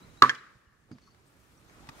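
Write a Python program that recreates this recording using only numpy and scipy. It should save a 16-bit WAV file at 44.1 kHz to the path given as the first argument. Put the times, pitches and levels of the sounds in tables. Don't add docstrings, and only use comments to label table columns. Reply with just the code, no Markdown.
import sys
import numpy as np
from scipy import signal
from scipy.io import wavfile

SR = 44100
rng = np.random.default_rng(int(sys.argv[2]) if len(sys.argv) > 2 else 0)


def master(y):
    cut = np.clip(np.atleast_2d(y).T, -1, 1)
    pcm = np.round(cut * 32767)
    wavfile.write(sys.argv[1], SR, pcm.astype(np.int16))


def linear_from_db(decibels):
    return 10 ** (np.asarray(decibels, float) / 20)


N = 88200

# (t/s, peak level/dB, box pitch f/Hz, length/s)
CHATTER_TOUCHES = [
    (0.2206, 1, 1205, 0.0069),
    (0.2276, -14, 1150, 0.0056),
    (0.2306, -8.5, 1183, 0.006),
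    (0.2366, -6, 1139, 0.0071),
    (0.2445, -10, 1150, 0.0064),
    (.2565, -25, 1100, .005),
    (0.263, -21.5, 1230, 0.01),
    (0.272, -27.5, 1170, 0.0083),
    (0.279, -24.5, 1150, 0.0073),
]
# (t/s, ring level/dB, crack level/dB, left-right level/dB, bowl level/dB)
TAIL_BOUNCES = [
    (0.2944, -9.5, -33, 1, -49.5),
    (0.348, -46, -51, -0.5, -63.5),
]
# (f/Hz, left-right level/dB)
SLAM_BALANCE = [(60, -8), (240, -3), (1200, -4.5), (2400, 4), (4400, 4), (8100, 1), (15000, -4)]
# (f/Hz, left-right level/dB)
AIR_BALANCE = [(60, -4.5), (240, -2.5), (950, -6.5), (3770, 5.5), (15000, 2.5)]


def rms_one(x):
    return x / np.sqrt(np.mean(x ** 2) + 1e-20)


def at_hz(points, hz):
    table = np.array(points)
    return np.interp(np.log(hz), np.log(table[:, 0]), table[:, 1])


def drift(rate):
    r = np.exp(-80 * np.pi * rate / SR)
    white = rng.standard_normal(N // 40 + 2002)
    slow = signal.lfilter([1], [1, -2 * r, r * r], white)[2000:]
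    return np.interp(np.arange(N) / 40, np.arange(len(slow)), rms_one(slow))


def dying(start_s, t60, rise_s=.0003):
    out, first = np.zeros(N), int(np.ceil(start_s * SR))
    t = np.arange(first, min(N, first + int(1.5 * t60 * SR))) / SR - start_s
    out[first:first + len(t)] = np.minimum(t / rise_s, 1) * np.exp(-np.log(1000) * t / t60)
    return out


def ring(start_s, db, hz, t60, rise_s=.0005):
    out = dying(start_s, t60, rise_s)
    live = np.flatnonzero(out)
    out[live] *= linear_from_db(db) * np.sin(2 * np.pi * hz * (live / SR - start_s))
    return out


def loose(x):
    share = 0.27
    return x * (1 - share + share * drift(120))


def pan(db):
    return linear_from_db(np.array([[db / 2], [-db / 2]]))


def later(x, lag_s):
    n, half = np.arange(N), lag_s * SR / 2
    return np.array([np.interp(n - half, n, x[0]), np.interp(n + half, n, x[1])])


def banded_noise(spectrum, balance, patchy_db=1.0, shape=lambda hz: 1):
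    # (f/Hz, likeness from 0 to 1)
    likeness = [(60, 0.6), (240, 0.79), (950, 0.3), (3770, 0.02), (15000, 0.02)]
    out, power, together = 0, 0, drift(2.5)
    edges = 22 * 2 ** np.arange(0, 9.9, .4)
    white = rng.standard_normal((2, 2, N))
    for k, (low, high) in enumerate(zip(edges, edges[1:])):
        hz = np.sqrt(low * high)
        if not spectrum[0][0] / 1.3 < hz < spectrum[-1][0] * 1.3:
            continue
        band = signal.butter(2, [low, high], "band", fs=SR, output="sos")
        mid, side = signal.sosfilt(band, white[k % 2])
        alike = np.clip(at_hz(likeness, hz), -1, 1)
        gain = linear_from_db(at_hz(spectrum, hz))
        power += gain ** 2 * (high - low) * 4 / SR
        flicker = linear_from_db(patchy_db * (.6 * together + drift(14)))
        stereo = np.sqrt(1 + alike) * mid + np.sqrt(1 - alike) * side * [[1], [-1]]
        out = out + gain * flicker * shape(hz) * pan(at_hz(balance, hz)) * stereo
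    return out / np.sqrt(power)


def narrow_noise(bursts):
    out, grain = np.zeros((2, N)), linear_from_db(2 * drift(60))
    for start_s, length, hz, width_hz, db in bursts:
        band = signal.butter(2, [hz - width_hz / 2, hz + width_hz / 2], "band", fs=SR, output="sos")
        n = np.arange(int(start_s * SR), min(N, int((start_s + length) * SR)))
        white = rng.standard_normal((2, SR))[:, :len(n) + 1000]
        noise = rms_one(signal.sosfilt(band, white[0] + 0.78 * white)[:, 1000:])
        progress = np.clip((n / SR - start_s) / length, 0, 1)
        out[:, n] += linear_from_db(db) * noise * grain[n] * np.sin(np.pi * progress ** 0.62) ** .5
    return out


def surroundings():
    # (t/s, hiss level/dB, rumble level/dB)
    air = [(0.0, -57, -51), (0.19, -60, -60), (0.33, -58, -68), (0.37, -69, -68.5), (0.51, -66, -66),
           (0.68, -71, -70.5), (0.95, -68.5, -66), (1.3, -66, -66), (1.73, -61, -60.5), (1.84, -58.5, -56),
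           (2.0, -54, -62)]
    # (f/Hz, level/dB per Hz)
    hiss = [(150, -35.5), (250, -1.5), (809, -12), (1180, -6.5), (1480, -11), (2400, -13), (2950, -18),
            (5790, -20), (15500, -26)]
    # (f/Hz, level/dB per Hz)
    rumble = [(12, -37), (20, 1), (54, -0.5), (117, -1.5), (184, -4.5), (400, -17.5), (520, -24.5),
              (880, -120)]
    s, hiss_db, rumble_db = np.transpose(air)
    t = np.arange(N) / SR
    hissing = linear_from_db(np.interp(t, s, hiss_db)) * banded_noise(hiss, AIR_BALANCE, patchy_db=1.18)
    rumbling = linear_from_db(np.interp(t, s, rumble_db)) * banded_noise(rumble, AIR_BALANCE, patchy_db=1.5)
    return hissing + rumbling


def bird_squeaks():
    # (t/s, length/s, start f/Hz, farthest f/Hz, level/dB)
    squeaks = [
        (.0, 0.0735, 3651, 3970, -60.5),
        (.078, 0.044, 3750, 3920, -72.5),
        (0.13, 0.04, 3900, 3960, -75),
        (0.159, 0.097, 3600, 4030, -62),
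        (.372, 0.029, 4040, 4060, -59.5),
        (.66, 0.032, 3100, 2900, -72.5),
        (1.259, 0.035, 8580, 8300, -72.5),
    ]
    out, t, wobble, rough = 0, np.arange(N) / SR, drift(40), drift(70)
    for start_s, length, start_hz, far_hz, db in squeaks:
        progress = np.clip((t - start_s) / length, 0, 1)
        arch = np.sin(np.pi * progress)
        hz = start_hz + (far_hz - start_hz) * arch + 45 * wobble
        swell = arch ** 1.1 * (1 + .6 * rough)
        out = out + linear_from_db(db) * swell * np.sin(2 * np.pi * np.cumsum(hz) / SR)
    return out * pan(1.5)


def rubs():
    # (t/s, length/s, centre f/Hz, width/Hz, level/dB)
    bursts = [(.912, 0.041, 4750, 430, -67), (0.912, 0.036, 6370, 350, -74.5),
              (1.017, 0.045, 4450, 400, -71), (1.06, .042, 4450, 340, -73), (1.103, .038, 4490, 340, -71),
              (1.0, .15, 5950, 900, -78.5), (1.572, .02, 5770, 500, -67.5), (1.67, 0.041, 6300, 500, -74),
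              (1.81, 0.22, 832, 260, -63), (.91, 0.19, 3500, 4100, -74), (.352, 0.016, 3130, 530, -53),
              (.885, 0.093, 530, 690, -64.5), (.0, .22, 3850, 300, -78), (1.244, 0.52, 8800, 10600, -76.5),
              (1.07, 0.026, 1157, 170, -65)]
    return narrow_noise(bursts)


def fence_echo():
    # (t/s, length/s, centre f/Hz, width/Hz, level/dB)
    echoes = [
        (0.298, 0.066, 1750, 500, -52),
        (.3, 0.078, 1210, 250, -53),
        (.38, 0.15, 1720, 734, -62),
        (0.401, 0.14, 1225, 235.8, -60.5),
        (.45, 0.47, 1750, 250, -74),
        (0.499, 0.36, 1200, 250, -75.5),
    ]
    return narrow_noise(echoes)


def knocks():
    # (t/s, peak level/dB, pitch f/Hz, t60/s)
    thuds = [
        (.553, -51, 111.2, 0.091),
        (0.671, -53, 70, 0.063),
        (.9130, -29.5, 258, 0.026),
        (0.9222, -34.5, 250, 0.067),
        (0.949, -46, 220, 0.095),
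        (1.751, -58, 90, 0.06),
        (1.805, -40, 256, 0.035),
        (1.889, -37.5, 226, 0.041),
    ]
    # (t/s, peak level/dB, pitch f/Hz, t60/s, crack level/dB)
    ticks = [(.068, -61, 1420, 0.017, -62), (0.173, -72.5, 1488, 0.018, -56),
             (0.915, -49, 2185, 0.018, -50.5), (0.984, -57, 2000, .03, -54),
             (1.146, -55, 2800, 0.0094, -54), (1.697, -52, 1780, .015, -52.5),
             (1.871, -54, 1400, 0.014, -47), (1.8893, -31.5, 2590, 0.014, -35.5),
             (1.8893, -50, 14700, .012, -58), (1.8903, -46, 9800, .008, -60),
             (1.8900, -37.5, 1650, 0.012, -58), (1.8928, -34.5, 1253, 0.023, -41),
             (1.8924, -38.5, 810, 0.023, -63)]
    # (f/Hz, level/dB per Hz)
    tick_crack = [(59, -27), (100, 2), (552, -11), (1370, 2.5), (2990, -14.5), (4960, -13), (15500, -28.5)]
    ringing, spit = 0, 0
    for start_s, db, hz, t60, crack_db in ticks:
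        ringing = ringing + ring(start_s, db, hz, t60)
        spit = spit + linear_from_db(crack_db) * dying(start_s, 0.023)
    out = loose(ringing)
    for start_s, db, hz, t60 in thuds:
        out -= ring(start_s, db, hz, t60, rise_s=0.002626)
        out -= ring(start_s, db - 1.5, hz * 0.66, t60, rise_s=0.0045)
    return out * pan(-3.5) + banded_noise(tick_crack, AIR_BALANCE) * spit


def bowl():
    # (f/Hz, level/dB per Hz)
    colour = [(60, -40.5), (110, -14), (385, -2), (810, -24.5), (1170, -8.5), (1630, -4.5), (2470, -17.5),
              (6710, -29), (15500, -52)]
    # (f/Hz, t60/s)
    lasting = [(80, 0.21), (300, 0.16), (700, .25), (1200, 0.36), (2000, 0.31), (4000, .35), (8000, .3),
               (14000, 0.33)]
    slam_db, late_db, late_stretch = -27, -19.5, 3.4
    blows = [(CHATTER_TOUCHES[0][0] + .003, slam_db)]
    blows += [(bounce[0], bounce[-1]) for bounce in TAIL_BOUNCES]

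    def fall(hz):
        t60 = at_hz(lasting, hz)
        early = sum(linear_from_db(db) * dying(start_s, t60) for start_s, db in blows)
        return early + linear_from_db(slam_db + late_db) * dying(blows[0][0], late_stretch * t60)

    return banded_noise(colour, SLAM_BALANCE, shape=fall)


def tail_bounces():
    # (f/Hz, level/dB, t60/s)
    modes = [(1093, -19.5, 0.1), (1615, -7.5, 0.074), (1730, -0.5, 0.034), (1933, -9.5, .06),
             (2115, -16.5, 0.057), (3230, -11, 0.037), (4510, -15.5, 0.035), (5480, -29, 0.032),
             (6320, -30.5, .04)]
    # (f/Hz, left-right level/dB)
    balance = [(200, -3), (2400, -4), (4400, 14.5), (8100, 15.5), (15000, 11)]
    # (f/Hz, level/dB per Hz)
    crack = [(180, -53), (300, -4.5), (652, -19), (1750, 4), (2560, -26), (4570, -3.5), (6500, -11),
             (12700, -47), (15500, -58)]
    out = np.zeros((2, N))
    for hz, mode_db, t60 in modes:
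        ringing = 0
        for start_s, db, _, side_db, _ in TAIL_BOUNCES:
            ringing = ringing + ring(start_s, db + mode_db, hz, t60) * pan(side_db + at_hz(balance, hz))
        out += loose(ringing)
    envelope = sum(linear_from_db(crack_db) * dying(start_s, 0.044) for start_s, _, crack_db, *_ in TAIL_BOUNCES)
    snap = envelope * banded_noise(crack, balance)
    return out + signal.sosfilt(signal.butter(2, 800, "high", fs=SR, output="sos"), snap)


def slam():
    # (f/Hz, level/dB, t60/s)
    deck = [(129.96, -22, .3), (250, -16.5, .22), (374, -9.5, 0.067), (511.6, -21, 0.2), (1030, -9.5, .095),
            (1148, -8, 0.23), (1290, -13.5, .12), (1508, -9, 0.16), (1727, -8.5, 0.1), (2000, -9, 0.052)]
    # (f/Hz, level/dB, t60/s)
    clank = [(2890, -14.5, .022), (3733, -12, 0.02), (4410, -12, 0.023), (1950, -12, .03),
             (2155, -17, 0.037), (10000, -30, 0.012), (12296, -24, 0.011), (14690, -32, .01),
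             (5470, -26, 0.039), (6400, -26.5, .03), (1676.5, -9.5, 0.05), (11500, -32.5, 0.017)]
    # (f/Hz, level/dB per Hz)
    crack = [(59, -60), (100, -32), (601, -22.5), (956, -16), (1290, -1.5), (2370, -26), (4460, -21),
             (5070, -28), (15500, -46.5)]
    deck_db, crack_db, recrack_db = -10.5, -13, -4
    out, first, cracking = np.zeros((2, N)), CHATTER_TOUCHES[0][0], 0
    for start_s, db, hz, length in CHATTER_TOUCHES:
        t = np.maximum(np.arange(N) / SR - start_s, 0)
        swell = np.sin(np.pi * np.minimum(t / length, 1) ** .8) ** 1.6
        out -= linear_from_db(db) * swell * np.sin(2 * np.pi * hz * t) * pan(at_hz(SLAM_BALANCE, hz))
        touch_db = crack_db + db + recrack_db * (start_s > first)
        cracking = cracking + linear_from_db(touch_db) * dying(start_s + 0.0012, 0.016)
    for hz, db, t60 in deck:
        out += loose(ring(first, deck_db + db, hz, t60, rise_s=.0015)) * pan(at_hz(SLAM_BALANCE, hz))
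    for hz, db, t60 in clank:
        out += ring(first + 0.0016, db, hz, t60) * pan(at_hz(SLAM_BALANCE, hz))
    return out + cracking * banded_noise(crack, SLAM_BALANCE)


def scene():
    background = later(surroundings() + knocks(), -.00016)
    faint = bird_squeaks() + rubs() + fence_echo()
    scooter = later(tail_bounces() + slam(), -.00013)
    return background + faint + bowl() + scooter


def top_cut(x):
    return signal.sosfilt(signal.butter(12, 16410, fs=SR, output="sos"), x)


def record(dry):
    x = signal.sosfilt(signal.butter(2, 47, "high", fs=SR, output="sos"), dry)
    top = .93
    x = top * np.tanh((np.abs(x) / top) ** 3) ** (1 / 3) * np.sign(x)
    x = signal.sosfilt(signal.ellip(8, .5, 60, 15700, fs=SR, output="sos"), x)
    return top_cut(x)


dry = scene()
out = record(dry)
master(out)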